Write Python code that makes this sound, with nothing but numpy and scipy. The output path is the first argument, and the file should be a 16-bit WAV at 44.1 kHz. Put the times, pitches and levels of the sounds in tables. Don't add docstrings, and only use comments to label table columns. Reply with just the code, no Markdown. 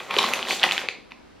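import sys
import numpy as np
from scipy import signal
from scipy.fft import rfft, irfft
from scipy.io import wavfile
from scipy.ndimage import uniform_filter1d

SR = 44100
rng = np.random.default_rng(int(sys.argv[2]) if len(sys.argv) > 2 else 0)


def store_pcm(level_fs):
    pcm = np.round(np.clip(level_fs, -1, 1) * 32767).astype(np.int16)
    wavfile.write(sys.argv[1], SR, np.atleast_2d(pcm).T)


def decibels_to_gain(level_db):
    exponent = np.asarray(level_db, float) / 20
    return 10 ** exponent


N = 61739


def rms_one(x):
    return x / np.sqrt(np.mean(x ** 2) + 1e-20)


def at_hz(points, hz):
    f, v = np.transpose(points)
    return np.interp(np.log(np.maximum(hz, 1)), np.log(f), v)


def coloured_noise(spectrum):
    hz = np.fft.rfftfreq(N, 1 / SR)
    white = rfft(rng.standard_normal(N))
    return rms_one(irfft(white * decibels_to_gain(at_hz(spectrum, hz)), N))


def room_tone():
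    # (frequency [Hz], relative level per Hz [dB])
    hum_mid = [(15,-17), (45,0.5), (110,-6.5), (300,-3), (500,-7.5), (1200,-10), (2500,-15), (5300,-22),
               (6200,-29), (11000,-37.5), (16000,-50)]
    hum_side = [(15,-41), (50,-17), (200,-0.5), (400,-1), (700,-8), (2000,-18.5), (6500,-29), (12000,-40),
                (16000,-44)]
    mid_db, side_db = -54.5, -52.5
    return decibels_to_gain(mid_db) * coloured_noise(hum_mid), decibels_to_gain(side_db) * coloured_noise(hum_side)


def ring(clicks, hz, t60):
    radius = decibels_to_gain(-60 / (t60 * SR))
    w = 2 * np.pi * hz / SR
    return signal.lfilter([0, np.sin(w)], [1, -2 * radius * np.cos(w), radius ** 2], clicks + 1e-18)


def crackle():
    # (time [s], middle level [dB], bass level [dB], treble level [dB])
    crackle_levels = [(0,-28.5,-27,-48.5), (0.022,-41,-38.5,-50), (0.088,-41,-40,-54.5),
                      (0.118,-29.5,-28.5,-50.5), (.16,-29.5,-31,-41), (.2,-27,-27,-41),
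                      (0.248,-23,-32.5,-45), (.295,-32,-29,-35.5), (.325,-31.5,-30.5,-50),
                      (.37,-30,-32,-41.5), (.43,-41,-35,-51), (0.481,-35.5,-32,-41.5),
                      (0.518,-31.5,-27.5,-32.5), (0.549,-37.5,-49,-37.5), (0.611,-33.5,-35.5,-45),
                      (0.627,-25,-36,-59), (0.658,-25.5,-29.5,-41), (.7,-30.5,-44,-46),
                      (0.734,-27.5,-32.5,-34), (.76,-31,-40,-52), (.8,-32,-42.5,-43), (0.851,-37.5,-34,-58),
                      (.875,-45,-45,-65), (0.891,-74,-42,-84)]
    # (time [s], level [dB])
    crispness = [(0,-6.5), (.12,-4.5), (.2,-0.5), (.3,-2.5), (.43,-0.5), (.52,9), (.6,-2), (.66,-13),
                 (.74,-13), (.85,-6.5)]
    # (frequency [Hz], relative level per Hz [dB])
    grain_colour = [(100,-12), (200,-21.5), (430,-6.5), (800,-8.5), (1200,-3.5), (2000,5.5), (3000,-1.5),
                    (3900,5.5), (5000,-17.5), (6500,-15), (9500,-30), (12500,-20), (15000,-71)]
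    grains_per_s, grain_cycles = 12000, 6.0
    spread_db, clump_db = 2.5, 1.2

    swell = uniform_filter1d(rng.standard_normal(N), size=300)
    clumps = rms_one(uniform_filter1d(swell, size=300))
    boost = np.minimum(rng.exponential(1, N), 5)
    sizes = decibels_to_gain(spread_db * boost + clump_db * clumps) * rng.choice([-1, 1], N)
    grains = sizes * (rng.random(N) < grains_per_s / SR)

    pitches = np.geomspace(150, 15000, 30)
    chance = np.sqrt(pitches)
    dealt = rng.choice(30, N, p=chance / chance.sum())
    groups = np.zeros((4, N))
    for k, hz in enumerate(pitches):
        t60 = grain_cycles / hz
        grain_rings = ring(ring(grains * (dealt == k), hz, t60), hz, t60)
        if hz < 1300:
            group = 1
        elif hz > 5000:
            group = 2
        elif hz > 2700:
            group = 3
        else:
            group = 0
        groups[group] += rms_one(grain_rings) * decibels_to_gain(at_hz(grain_colour, hz)) * np.sqrt(hz)

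    s, *levels = np.transpose(crackle_levels)
    levels.append(levels[0] + np.interp(s, *np.transpose(crispness)))
    t = np.arange(N) / SR
    out = np.zeros(N)
    for sound, db in zip(groups, levels):
        out += rms_one(sound) * decibels_to_gain(np.interp(t, s, db - 5, right=-120))
    return out


def add(out, s, db, hz, cycles):
    t = np.arange(4096) / SR
    u = t * hz / cycles
    swell = (u * np.exp(1 - u)) ** 2
    i = int(s * SR)
    out[i:i + len(t)] += decibels_to_gain(db) * swell * np.sin(2 * np.pi * hz * t)


def flops():
    # (time [s], peak level [dB], pitch [Hz], rise [cycles])
    panel_flops = [(0.107,-21.5,1150,1.3), (.1405,-20,825,1.13), (0.1664,-15.5,446,1.17),
                   (0.1853,-14,1063,1.66), (0.1913,-14.5,964,1.4), (.2185,-15,920,0.81),
                   (0.2294,-21,1060,0.82), (0.2408,-12,1093,1.5), (.246,-27.5,263,0.99), (0.316,-41,140,.9),
                   (.5005,-20,750,0.71), (.530,-20.5,585,0.47), (.638,-13,814,0.75),
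                   (0.645,-11.5,1010,0.68), (.655,-36.5,176,1.75), (.665,-22.5,855,2.3),
                   (0.887,-32.5,449,0.98), (0.985,-40,296,0.63), (1.114,-45,245,1.66),
                   (1.116,-44.5,970,3.5), (1.189,-49,246,0.7)]
    out = np.zeros(N + SR)
    for s, db, hz, cycles in panel_flops:
        add(out, s, db, hz, cycles)
    return out[:N]


def add_crease(out, s, db, hz, cycles, tick_db):
    add(out, s, db, hz, cycles)
    add(out, s, db - 8.5, hz * 1.398, cycles)
    add(out, s, db - 10, hz * 0.601, cycles * 0.601)
    tick_hz, tick_cycles = 9930, 2.9
    for ratio in (.63, 1, 1.17):
        add(out, s, db + tick_db, tick_hz * ratio, tick_cycles)


def crunches():
    # (time [s], length [s], reference level [dB], lowest pitch [Hz], highest pitch [Hz])
    crunch_events = [(0.1083,.004,-13,1970,3380), (0.14,0.0054,-22.5,1600,3070),
                     (0.1852,0.0044,-2,2750,4010), (0.1883,.004,-7,2260,3670), (0.507,0.0028,-11,1760,2700),
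                     (0.6352,.005,-0.5,1970,3480), (1.107,0.0089,-34.5,1520,3130)]
    creases_each, rise_cycles, tick_db = 10, 1.33, -24.5
    scatter = .9
    out = np.zeros(N + SR)
    for s, length, db, low_hz, high_hz in crunch_events:
        for k, (jitter, pitch, size) in enumerate(rng.random((creases_each, 3))):
            part = (k + jitter) / creases_each
            height = np.clip(1 - part + scatter * (pitch - .5), 0, 1)
            hz = low_hz * (high_hz / low_hz) ** height
            crease_db = db - 4.5 - 5 * size - 4 * part
            add_crease(out, s + part * length, crease_db, hz, rise_cycles, tick_db)
    return out[:N]


def snaps():
    # (time [s], main-mode peak level [dB], pitch [Hz], rise [cycles], each tick re main mode [dB])
    crease_snaps = [(.1412,-15.5,1890,0.39,-22), (.1654,-9.5,2920,1.67,-30), (.2178,-14,3650,1,-20),
                    (.2292,-10,3150,1.2,-18), (.2462,-15.5,1910,0.41,-17), (.2885,-13,1550,0.52,-17),
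                    (.3362,-5.5,2560,1.32,-15.5), (.3430,-19,2440,0.88,-15), (.3921,-15,2300,0.63,-36),
                    (.4277,-14,3000,1.75,-32), (.4522,-20.5,2760,1.1,-28), (.4706,-24.5,1890,2.8,-24),
                    (.5133,-11.5,2700,0.85,-30), (.5965,-18.5,3620,1.8,-34), (.6312,-2.5,2970,1.6,-33),
                    (.6412,-3.5,2130,0.69,-30), (.6508,-14,2470,0.37,-18), (.6900,-12.5,2410,1.5,-35),
                    (.7109,-6.5,2790,1.4,-36), (.7208,-11,2170,1.4,-34), (.7210,-9,3830,1.3,-28),
                    (.7673,-17,2300,1.4,-20), (.7727,-45,2500,0.65,-21), (.7791,-10.5,3250,1.7,-29),
                    (.7792,-10.5,1730,1,-38), (.7893,-24,2460,2.8,-26), (.8168,-19,1920,0.47,-37),
                    (.8866,-9.5,2366,1.55,-37), (.8867,-17,4190,1.3,-30.5), (1.1195,-23.5,2420,1.1,-45),
                    (1.121,-41,3800,2.4,-48)]
    out = np.zeros(N + SR)
    for s, db, hz, cycles, tick_db in crease_snaps:
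        add_crease(out, s, db, hz, cycles, tick_db)
    return out[:N]


def tear():
    # (time [s], main-mode peak level [dB], each treble tick re main mode [dB])
    seam_ticks = [(.4766, -22, -20), (.4864, -17, -18), (.4923, -16, -18), (.4963, -16, -20),
                  (.5007, -16, -20), (.5042, -17, -20), (.5173, -16, -22), (.5202, -18, -22),
                  (.5233, -17, -22), (.5272, -16, -22)]
    pitch_hz, rise_cycles = 3400, 0.47
    out = np.zeros(N + SR)
    for s, db, tick_db in seam_ticks:
        add_crease(out, s, db, pitch_hz, rise_cycles, tick_db)
    return out[:N]


def near_reflections(x):
    level_db, t60_s = -13.5, 0.011
    t = np.arange(1, 1500) / SR
    early = rng.standard_normal(len(t)) * decibels_to_gain(-60 * t / t60_s)
    early = early / np.sqrt(np.sum(early ** 2))
    return decibels_to_gain(level_db) * signal.fftconvolve(x, early)[:N]


def room(x):
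    # (frequency [Hz], decay [s])
    echo_t60 = [(150, 0.84), (500, 0.55), (1400, 0.3), (3700, 0.43), (10000, 0.27)]
    # (frequency [Hz], level re direct [dB])
    echo_mid = [(100, -8), (300, -2), (1000, -5.5), (2500, -8), (3400, -7.5), (4600, -3), (6500, -1),
                (9000, -0.5), (16000, -16.5)]
    echo_side = [(100, -26), (300, -14.5), (1000, -22.5), (2500, -37), (4000, -15.5), (6000, -3),
                 (8500, 2.5), (12000, -0.5), (16000, -17)]
    gap_s, rise_s = 0.0011, 0.0048
    t = np.arange(SR // 2) / SR
    onset = np.clip((t - gap_s) / rise_s, 0, 1)
    echo = np.zeros((2, len(t)))
    edges = 100 * 2 ** np.arange(0, 7.6, .5)
    for low, high in zip(edges, edges[1:]):
        hz = np.sqrt(low * high)
        band_pass = signal.butter(2, [low, high], "band", fs=SR, output="sos")
        band = signal.sosfilt(band_pass, rng.standard_normal(echo.shape))
        fade = onset * decibels_to_gain(-60 * t / at_hz(echo_t60, hz))
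        fade = fade / np.sqrt(np.sum(fade ** 2))
        gains = decibels_to_gain([[at_hz(echo_mid, hz)], [at_hz(echo_side, hz)]])
        echo += band * fade * gains
    return signal.fftconvolve(x[None], echo, axes=1)[:, :N]


def scene():
    packet = crackle() + flops() + crunches() + snaps() + tear()
    low_cut = signal.butter(2, 138, "high", fs=SR, output="sos")
    packet = signal.sosfilt(low_cut, packet)
    echo_mid, echo_side = room(packet)
    hum_mid, hum_side = room_tone()
    mid = packet + near_reflections(packet) + echo_mid + hum_mid
    side = echo_side + hum_side
    return np.array([mid + side, mid - side])


def band_limit(x):
    return signal.sosfilt(signal.butter(12, 16520, fs=SR, output="sos"), x)


def record(dry):
    return band_limit(dry)


dry = scene()
out = record(dry)
store_pcm(out)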